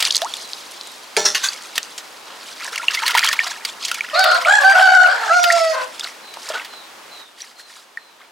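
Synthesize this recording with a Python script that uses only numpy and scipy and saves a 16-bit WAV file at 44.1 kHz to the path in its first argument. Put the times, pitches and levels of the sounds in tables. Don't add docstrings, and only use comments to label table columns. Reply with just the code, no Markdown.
import sys
import numpy as np
from scipy import signal
from scipy.fft import rfft, irfft, next_fast_len
from scipy.io import wavfile
from scipy.ndimage import uniform_filter1d, minimum_filter1d, map_coordinates

SR = 44100
rng = np.random.default_rng(int(sys.argv[2]) if len(sys.argv) > 2 else 0)


def generate_wav(signal):
    frames = np.transpose(np.atleast_2d(signal))
    scaled = np.clip(frames, -1, 1) * 32767
    pcm = np.round(scaled).astype(np.int16)
    wavfile.write(sys.argv[1], SR, pcm)


N = 366471

# (frequency [Hz], relative level [dB])
YARD_COLOUR = [(15, -70), (25, -30), (145, -10.5), (249, 0.5), (988, 7.5), (1800, 2.5), (3920, -0.5),
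               (6380, -5.5), (16000, -16.5)]
# (time [s], level [dB])
AIR_LEVEL = [(0, -37.5), (1, -40), (7.21, -40.5), (7.26, -48), (8.31, -48.5)]
# (frequency [Hz], side minus mid [dB])
AIR_WIDTH = [(1650, -4.5), (4970, -5), (15000, -12.5)]
# (frequency [Hz], t60 [s])
WALL_DECAY = [(200, 0.55), (1200, 0.3), (4000, 0.33), (12000, 0.17)]
# (time [s], relative level [dB], pitch [Hz], fall, negative rises [Hz])
PEEPS = [(0.348, -38, 4230, 647), (0.779, -39.5, 4020, 600), (2.238, -47, 4150, 604),
         (4.05, -40, 5040, -500), (6.221, -39, 4100, 604), (6.69, -37, 4120, 799), (7.1, -37.5, 4070, 797),
         (7.55, -44, 4240, 596), (7.97, -49, 4190, 650)]

# (time of the height [s], gurgle [dB], spray [dB], swell [s], t60 [s])
SWEEPS = [(0.0, -29.5, -17.5, .02, 0.86), (0.24, -49, -56, 0.022, 0.43), (1.48, -38.5, -31.5, 0.2, 1.5),
          (1.77, -50, -36, 0.099, 2.6), (2.5, -45.5, -34.5, 0.14, 1.9), (2.67, -32, -30, 0.075, 2.2),
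          (2.94, -30, -24, 0.048, 0.52), (3.08, -23, -25.5, 0.06, .5), (3.18, -19.5, -22.5, 0.047, 1.02),
          (3.27, -26.5, -21, 0.035, 0.3), (3.491, -30, -25.5, 0.14, 0.4), (3.68, -38, -28, 0.039, 0.39),
          (3.86, -42, -21, 0.048, 0.53), (4.27, -32, -22.5, 0.097, 0.56), (4.8, -27, -29, 0.76, 2.4),
          (5.53, -31.5, -26.5, 0.28, 2.2), (6.04, -35, -31.5, 0.018, 0.43), (6.45, -56, -35, 0.074, 1.1),
          (6.56, -29, -37, 0.076, 0.37), (7.18, -52, -44, 0.052, 1), (7.42, -45.5, -35, 0.041, 0.47),
          (7.6, -48, -37, 0.017, 0.18), (7.7, -46, -39.5, 0.032, 0.49), (7.79, -50, -36, 0.044, 0.19),
          (8.22, -47.5, -63, 0.022, 0.22),]
# (frequency [Hz], relative level [dB])
GURGLE_COLOUR = [(100, -94), (450, -5.5), (900, -2.5), (1600, 7.5), (2400, 12), (3400, 11), (6000, -6)]
# (frequency [Hz], relative level [dB])
SPRAY_COLOUR = [(1200, -33), (2300, 2), (4500, 8.5), (6500, 5.5), (10000, 3), (15500, -12)]
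# (time [s], spatter [dB], body [dB], spatter t60 [s])
SLAPS = [(0.003, -16, -16.5, 0.046), (0.0244, -11.5, -12, 0.024), (0.0497, -7, -34, 0.023),
         (0.122, -15, -46, 0.021), (0.154, -11.5, -26, 0.041), (0.165, -6, -55, 0.011),
         (0.218, -21, -12.5, 0.0055), (0.3386, -25, -30, 0.014), (1.7546, -23.5, -28, 0.1),
         (1.7786, -11.5, -4.5, 0.012), (1.9778, -24, -29.5, 0.062), (2.757, -22, -22, 0.019),
         (2.947, -18.5, -17, 0.041), (3.062, -20, -21, 0.031), (3.078, -16, -10.5, 0.029),
         (3.106, -21, -15.5, 0.023), (3.15, -36, -13, 0.038), (3.1734, -22, -13.5, 0.07),
         (3.191, -9.5, -16, 0.013), (3.243, -16, -15.5, .035), (3.262, -16, -19, 0.024),
         (3.287, -12, -25, 0.015), (3.328, -18, -12.5, 0.036), (3.649, -15, -18.5, 0.032),
         (3.8494, -15, -28, 0.029), (3.8807, -24, -26, 0.048), (3.9137, -18, -15, 0.021),
         (3.9423, -22, -22, 0.036), (4.192, -12, -37, 0.023), (4.24, -29, -9, 0.021),
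         (4.696, -14, -30, 0.016), (5.4383, -14, -12, 0.038), (5.5214, -15.5, -40, 0.043),
         (5.994, -20.5, -28.5, 0.036), (6.338, -30.5, -33, 0.032), (6.487, -24.5, -43, 0.065),
         (6.646, -33.5, -31.5, 0.073),]
# (frequency [Hz], relative level [dB])
SPATTER_COLOUR = [(100, -58), (900, -51), (2000, -15.5), (4500, 8), (7000, 1.5), (11000, -6.5),
                  (16000, -29)]
# (time [s], relative level [dB], rise [s], t60 [s])
SHOVES = [(2.26, -37, 0.014, 0.72), (6.361, -31, 0.0036, 0.06), (6.497, -30, 0.0026, 0.1),
          (6.52, -27.5, 0.025, 0.34), (6.727, -33, 0.0036, 0.08)]
# (frequency [Hz], relative level [dB])
BASIN_COLOUR = [(100, -69), (250, -9), (600, 6), (1000, 5), (1550, 6), (2000, -2.5), (3100, 3.5),
                (8000, -12), (15000, -39)]
# (time [s], starting pitch [Hz], level [dB], t60 [s], time to the surface [s])
BUBBLES = [(0.052, 4040, 0, 0.0077, .019), (0.106, 3010, -4.5, 0.052, 0.006),
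           (.219, 630, -17.5, 0.34, 0.06), (.338, 3550, -4, 0.0085, .09), (1.487, 4530, -3.5, 0.017, 0.047),
           (2.759, 2790, -10.5, 0.016, .05), (2.778, 2160, -6.5, 0.012, 0.038),
           (2.797, 1360, -22, .09, 0.099), (2.832, 940, -24.5, 0.08, 0.067),
           (2.883, 2750, 6.5, 0.015, 0.05), (2.973, 2040, -13.5, 0.1, 0.085), (3.026, 892, -24, 0.32, 0.12),
           (3.063, 4190, -11, 0.074, 0.047), (3.150, 960, -2, 0.024, .26), (3.186, 2220, -7, 0.022, 0.025),
           (3.274, 3150, 1, 0.012, 0.069), (3.285, 1780, -8, .042, .15), (3.391, 2120, 3, 0.019, 0.014),
           (3.402, 1820, -10, 0.056, 0.32), (3.915, 1390, -11.5, .024, .1),
           (4.008, 2310, -1.5, 0.015, 0.083), (4.449, 2160, -7.5, 0.042, 0.021),
           (5.502, 1810, 5.5, 0.025, 0.023), (6.009, 3530, -9, 0.012, 0.04),
           (6.044, 3970, -5, 0.007, 0.012), (6.371, 865, -11, 0.0069, .19), (6.502, 622, -13, 0.047, 0.23),
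           (6.553, 1478, -17.5, 0.18, 0.36), (7.419, 5800, -17, .017, .19),
           (7.973, 1850, -11.5, 0.019, 0.19)]

# (time [s], relative level [dB], rise [s], t60 [s], low edge [Hz])
SKIDS = [(1.166, -4.5, 0.00059, 0.019, 1540), (1.169, -25.5, 0.0035, 0.52, 150),
         (1.247, -16, 0.0074, 0.22, 330), (1.345, -17.5, 0.0046, 0.13, 800),
         (1.424, -20.5, 0.016, 0.21, 900)]
# (frequency [Hz], relative level [dB])
GRIT_COLOUR = [(100, -41), (160, -8), (500, -12), (1400, -3), (2800, -0.5), (5800, -0.5), (9000, -11.5),
               (16000, -27)]
# (frequency [Hz], relative level [dB], t60 [s])
PAIL_MODES = [(396.4, -3.5, 0.21), (435, -3.5, 0.2), (606, -11, 0.44), (695, -5, 0.12), (823, -10, 0.32),
              (930, -5, 0.19), (1350, -14, 0.35), (1750, -12, 0.42)]

# (start [s], end [s], pitch [Hz], scoop from below [0-1], sag [Hz/s],
#   roughness [0-1], fundamental [dB], beak resonance [dB], beak opening [dB/s], rasp [dB],
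#   windpipe resonance [Hz], windpipe boost [dB], release t60 [s], throb depth [0-1])
SYLLABLES = [(4.131, 4.24, 782, 0.22, 306, 0.2, -16.5, -17.5, 28, -21.5, 4360, 17, 0.25, 0),
             (4.245, 4.362, 724, 0.02, 238, 0.37, -20.5, -12, -5, -23, 4260, 20, 0.14, 0.43),
             (4.455, 4.556, 841, .2, 30, .28, -18.5, -8.5, -3, -25, 7550, 7.5, 0.51, 0.62),
             (4.631, 4.72, 791.7, 0.04, 70, .06, -13, -8.5, 15, -25.5, 5200, 6.5, 0.17, 0.18),
             (4.74, 5.052, 772.6, 0.05, 119.3, 0.3, -15, -10, 8.5, -27, 5070, 2, 0.24, 0.5),
             (5.07, 5.294, 764, 0.06, 101, 0.49, -21.5, -14.5, -6, -26.5, 4970, 1.5, 0.13, 0.33),
             (5.292, 5.745, 735.6, 0.12, 225, 0.04, -16, -9, -46, -29, 5600, 13, 0.3, .02)]
# (start [s], end [s], pitch [Hz], level [dB], added roughness [0-1])
CRACKS = [(4.14, 4.195, 610, -23, 0.04), (4.241, 4.309, 634.6, -17.5, 0.06), (4.319, 4.412, 540, -28, 0.14),
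          (4.464, 4.483, 627, -15, 0.3), (4.602, 4.651, 594, -22, 0.11), (4.734, 4.811, 661, -21.5, 0.13),
          (5.068, 5.134, 587, -26.5, 0.12), (5.133, 5.296, 493.5, -28.5, 0.44),
          (5.735, 5.825, 521, -23.5, 0.36)]
# (frequency [Hz], relative level [dB])
RASP_COLOUR = [(1900, 19), (2300, 8.5), (2950, 9.5), (3700, 5), (4600, 7.5), (6000, -4), (7600, -0.5),
               (9300, -11.5), (14000, -66)]
# (frequency [Hz], relative level [dB])
HOARSE_COLOUR = [(500, -6.5), (620, 4.5), (1100, 1.5), (1600, -2.5), (2200, -11.5), (4800, -22),
                 (9000, -66), (14000, -37)]
# (frequency [Hz], left minus right [dB])
CROW_LEAN = [(300, 0), (600, -4.5), (760, -9.5), (1100, 4), (1600, -1), (4000, -0.5)]

FOAM_DB, FOAM_FADE_DB_PER_S = -31, 8.5
SPURT_DB, SPURT_STIRRED_DB = 3, 2.5
SLAP_RISE_S, BODY_RISE_S, BODY_RINGS_LONGER = 0.002, 0.00087, 1.46
PINCH_DB, PINCH_T60_S = -17.5, 0.003
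BASIN_RING_GAIN, BASIN_RING_T60_S = 0.125594, 0.1
WATER_LEAN_DB, WATER_ECHO_DB = -0.5, -25
THUD_DB, THUD_LOSS_DB, GRIT_UNEVEN_DB = -13, 12, 4
CRACK_EDGE_S, CRACK_T60_S, CRACK_SAG_HZ_PER_S = 0.025, 0.17, 330
CRACK_DIP_DB = 20.5
ATTACK_S, SCOOP_S = 0.016, 0.042
WAVER, WAVER_ROUGH = 0.0062, 0.0583
RASP_SCATTER, RASP_SCATTER_ROUGH = 0.17, 1.7
THROB_HZ, THROB_WANDER = 68, 0.13
CROW_ECHO_DB = -6
TOP_HZ = 15900


def amp(db):
    return 10 ** (np.asarray(db) / 20)


def unit(x):
    return x / np.sqrt(np.mean(x ** 2) + 1e-20)


def along(points, hz):
    f, v = np.transpose(points)
    return np.interp(np.log(hz + 1), np.log(f + 1), v)


def wobble(rate):
    knots = rng.standard_normal(int(N * rate / SR) + 4)
    return map_coordinates(knots, [np.arange(N) * rate / SR])


def shake(t, rate):
    knots = rng.standard_normal(int(rate) + 4)
    return np.tanh(map_coordinates(knots, [t * rate], mode="mirror"))


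def held(t, length, attack, t60):
    return np.clip(t / attack, 0, 1) * amp(-60 * np.maximum(t - length, 0) / t60)


def filtered(x, response):
    n = x.shape[-1]
    m = next_fast_len(n + 4096)
    return irfft(rfft(x, m) * response(np.fft.rfftfreq(m, 1 / SR)), m)[..., :n]


def coloured(x, spectrum):
    return unit(filtered(x, lambda hz: amp(along(spectrum, hz))))


def low_cut(x, edge_hz):
    sos = signal.butter(3, np.clip(edge_hz, 20, 8000), "highpass", fs=SR, output="sos")
    return signal.sosfilt(sos, x)


def add(track, s, sound):
    part = track[max(round(s * SR), 0):][:len(sound)]
    part += sound[:len(part)]


def burst(spectrum, rise, t60):
    t = np.arange(SR // 3) / SR
    shape = np.minimum(t / rise, 1) ** 2 * amp(-60 * np.maximum(t - rise, 0) / t60)
    return shape * coloured(rng.standard_normal(len(t)), spectrum)


def air():
    mid, side = coloured(rng.standard_normal((2, N)), YARD_COLOUR)
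    side = filtered(side, lambda hz: amp(along(AIR_WIDTH, hz)))
    times, levels_db = np.transpose(AIR_LEVEL)
    level_db = np.interp(np.arange(N) / SR, times, levels_db)
    return amp(level_db) * unit(np.array([mid + side, mid - side]))


def walls(x):
    hz, _, bins = signal.stft(rng.standard_normal((2, SR // 2)), SR, nperseg=256)
    t = np.arange(bins.shape[-1]) * 128 / SR
    decay = amp(-60 * t / along(WALL_DECAY, hz)[:, None])
    tail = signal.istft(bins * decay, SR, nperseg=256)[1]
    delayed = np.pad(x, (300, 0))
    return signal.fftconvolve(delayed[None], tail / np.linalg.norm(tail[0]), axes=1)[:, :N]


def birds():
    song = np.zeros(N)
    t = np.arange(SR // 5) / SR
    progress = t / t[-1]
    for s, db, hz, fall_hz in PEEPS:
        pitch = hz - fall_hz * progress ** 2 + 600 * rng.standard_normal(len(t))
        whistle = np.sin(2 * np.pi * np.cumsum(pitch) / SR)
        swell = np.minimum(t / 0.019, 1) * (1 - progress ** 2)
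        add(song, s, amp(db) * whistle * swell)
    return amp(-4) * song + amp(-5.5) * walls(song)


def bubble(t, hz, t60, surface_s):
    risen = np.clip(t / surface_s, 0, 1)
    climb_octaves = 1.4 * risen ** 1.5
    phase = 2 * np.pi * np.cumsum(hz * 2 ** climb_octaves, axis=-1) / SR
    return np.sin(phase) * amp(-60 * t / t60) * (1 - risen ** 8)


def froth(hz, cycles, spread_db, surface_s, count):
    t = np.arange(700) / SR
    pitch = np.clip(hz * np.exp(0.45 * rng.standard_normal((count, 1))), 300, 12000)
    size = amp(spread_db * np.minimum(rng.exponential(size=(count, 1)), 3))
    start = rng.integers(0, N, (count, 1))
    onset = 1 - np.exp(-t * pitch)
    grains = size * bubble(t, pitch, cycles / pitch, surface_s) * onset
    places = start + np.arange(len(t))
    return unit(np.bincount(places.ravel(), grains.ravel(), minlength=N)[:N])


def stirring():
    t = np.arange(N) / SR
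    gurgle = np.zeros(N)
    spray = amp(FOAM_DB - FOAM_FADE_DB_PER_S * t) ** 2
    for s, gurgle_db, spray_db, swell, t60 in SWEEPS:
        rise = np.exp(-np.minimum((t - s) / swell, 0) ** 2)
        fall = amp(-60 * np.maximum(t - s, 0) / t60)
        power = (rise * fall) ** 2
        gurgle += amp(gurgle_db) ** 2 * power
        spray += amp(spray_db) ** 2 * power
    return 10 * np.log10(np.array([gurgle, spray]) + 1e-12)


def slosh():
    gurgle_db, spray_db = stirring()
    stir = np.clip((spray_db + 41) / 14, 0, 1)
    chirps = stir * coloured(froth(3000, 30, 4, 0.037, count=2800), SPRAY_COLOUR)

    large_bubbles = froth(1450, 30, 3.5, 0.055, count=3200)
    gurgle = coloured(large_bubbles + 0.5 * rng.standard_normal(N), GURGLE_COLOUR)

    tiny_bubbles = (0.5 + 0.67 * stir) * froth(5450, 80, 1.1, 0.0233, count=7000)
    spray = coloured(tiny_bubbles + 0.8 * rng.standard_normal(N), SPRAY_COLOUR)

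    ticks = coloured(froth(8500, 5, 6.5, 0.09, count=300), SPATTER_COLOUR)
    fizz = amp(-3 - 4.2 * stir) * spray + amp(-10.5) * chirps + amp(-11.5) * ticks
    spurts = amp((SPURT_DB + SPURT_STIRRED_DB * stir) * np.tanh(wobble(70)))
    return spurts * (amp(gurgle_db) * gurgle + amp(spray_db) * fizz)


def splashes():
    slaps, shoves = np.zeros((2, N))
    for s, db, body_db, t60 in SLAPS:
        colour = [(hz, level + 3 * rng.standard_normal()) for hz, level in SPATTER_COLOUR]
        spatter = burst(colour, SLAP_RISE_S, t60)
        body = burst(GURGLE_COLOUR, BODY_RISE_S, BODY_RINGS_LONGER * t60)
        add(slaps, s, amp(db) * spatter + amp(body_db) * body)
    for s, db, rise, t60 in SHOVES:
        add(shoves, s, amp(db) * burst(BASIN_COLOUR, rise, t60))
    judder = amp(3.4 * wobble(160))
    return low_cut(slaps, 113) + shoves * judder


def plops():
    out = np.zeros(N)
    t = np.arange(SR // 8) / SR
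    for s, hz, db, t60, surface_s in BUBBLES:
        ring = bubble(t, hz, t60, surface_s) * (1 - np.exp(-t / 0.00063))
        noise = coloured(rng.standard_normal(len(t)), SPATTER_COLOUR)
        click = amp(PINCH_DB - 60 * t / PINCH_T60_S) * noise
        add(out, s, amp(db) * (ring + click))
    return low_cut(out, 350)


def in_basin(x):
    t = np.arange(SR // 6) / SR
    ring = coloured(rng.standard_normal(len(t)), BASIN_COLOUR) * amp(-60 * t / BASIN_RING_T60_S)
    return x + BASIN_RING_GAIN * signal.fftconvolve(x, ring / np.linalg.norm(ring))[:N]


def pail_skids():
    out = np.zeros(N)
    t = np.arange(SR // 3) / SR
    bands = np.geomspace(40, 16000, 60)
    for s, db, rise, t60, edge_hz in SKIDS:
        uneven = GRIT_UNEVEN_DB * rng.standard_normal(len(bands))
        colour = np.column_stack([bands, along(GRIT_COLOUR, bands) + uneven])
        scrape = low_cut(burst(colour, rise, t60), edge_hz)
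        shell = rng.standard_normal(len(t)) * amp(-60 * t / 0.029)
        rattle = signal.fftconvolve(scrape, shell / np.linalg.norm(shell))[:len(t)]
        add(out, s, amp(db) * (amp(3) * scrape + amp(1.5) * rattle))
    return out * amp(2 * wobble(430))


def pail_thuds():
    out = np.zeros(N)
    t = np.arange(SR // 3) / SR
    for k, (s, *_) in enumerate(SKIDS[1:]):
        thud = np.zeros(len(t))
        for hz, db, t60 in PAIL_MODES:
            decay = amp(db + rng.normal(0, 0.82) - 60 * t / t60)
            phase = 2 * np.pi * (hz * t + rng.random()) + 1.25 * shake(t, 77)
            thud += decay * np.sin(phase)
        onset = 1 - np.exp(-t / 0.0014)
        add(out, s, amp(THUD_DB - THUD_LOSS_DB * k) * low_cut(thud * onset, 240))
    return out


def overtones(pitch, throat, orders, scatter=lambda: 0):
    phase = 2 * np.pi * np.cumsum(pitch) / SR
    gains = [amp(throat(k * pitch)) for k in orders]
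    total = sum(g * np.sin(k * phase + scatter()) for k, g in zip(orders, gains))
    return total / np.sqrt(sum(g * g for g in gains) / 2)


def strain(s):
    inside = np.array([np.clip(0.5 + np.minimum(s - start, end - s) / CRACK_EDGE_S, 0, 1)
                       for start, end, *_ in CRACKS])
    added = np.transpose(CRACKS)[-1] @ inside
    return added, CRACK_DIP_DB * added


def syllable(start, end, hz, scoop, sag, rough, low_db, beak_db, opening_db, rasp_db,
             pipe_hz, pipe_db, t60, throb):
    t = np.arange(SR) / SR
    cracked, dip_db = strain(start + t)
    rough = np.abs(rough + cracked)

    pitch = (hz - sag * t) * (1 - scoop * np.exp(-(t / SCOOP_S) ** 2))
    waver = WAVER * shake(t, 30.26) + WAVER_ROUGH * rough * shake(t, 110.24)
    pitch = pitch * (1 + waver + 0.201 * rough ** 2 * shake(t, 500))
    phase = 2 * np.pi * np.cumsum(pitch) / SR

    def flutter():
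        return 1 + 1.2 * np.sqrt(rough) * shake(t, 150)

    beak = amp(beak_db + opening_db * np.minimum(t, end - start))
    tones = amp(low_db) * flutter() * np.sin(phase) + beak * flutter() * np.sin(2 * phase)

    def throat(f):
        windpipe = pipe_db / (1 + (np.log(f / pipe_hz) / 0.22) ** 4)
        return along(RASP_COLOUR, f) + windpipe + 6 * shake(t, 14)

    def scatter():
        return (RASP_SCATTER + RASP_SCATTER_ROUGH * rough) * shake(t, 500)

    rasp = overtones(pitch, throat, np.arange(3, 19), scatter)
    effort = held(t, end - start, ATTACK_S, t60)
    throb_hz = THROB_HZ * (1 + THROB_WANDER * shake(t, 24.2))
    beating = 1 + throb * np.sin(2 * np.pi * np.cumsum(throb_hz) / SR)
    voice = effort * amp(-dip_db) * tones + effort ** 2 * amp(rasp_db - dip_db) * rasp
    return beating * voice


def crack(start, end, hz, db):
    t = np.arange(SR // 3) / SR
    pitch = hz - CRACK_SAG_HZ_PER_S * np.minimum(t, end - start)
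    pitch = pitch * (1 + 0.0324 * shake(t, 132) + 0.072 * shake(t, 603))
    note = overtones(pitch, lambda f: along(HOARSE_COLOUR, f), np.arange(1, 16))
    return amp(db) * held(t, end - start, CRACK_EDGE_S, CRACK_T60_S) * note


def rooster():
    voice = np.zeros(N)
    for row in SYLLABLES:
        add(voice, row[0], syllable(*row))
    for start, end, hz, db, _ in CRACKS:
        add(voice, start - CRACK_EDGE_S / 2, crack(start, end, hz, db))
    return filtered(voice, lambda hz: hz ** 6 / (hz ** 6 + 440 ** 6))


def scene():
    water = in_basin(plops() + splashes() + slosh()) + pail_skids() + pail_thuds()
    sides = np.array([[0.5], [-0.5]])
    basin = water * amp(WATER_LEAN_DB * sides) + amp(WATER_ECHO_DB) * walls(water)
    crow = rooster()
    placed_crow = filtered(crow, lambda hz: amp(sides * along(CROW_LEAN, hz)))
    echo = amp(CROW_ECHO_DB) * walls(crow)
    return air() + birds() + basin + placed_crow + echo


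def record(dry):
    needed = np.minimum(1, 1 / (np.abs(dry).max(axis=0) + 1e-9))
    gain = uniform_filter1d(minimum_filter1d(needed, size=260), size=130)
    return filtered(dry * gain, lambda hz: hz < TOP_HZ)


dry = scene()
out = record(dry)
generate_wav(out)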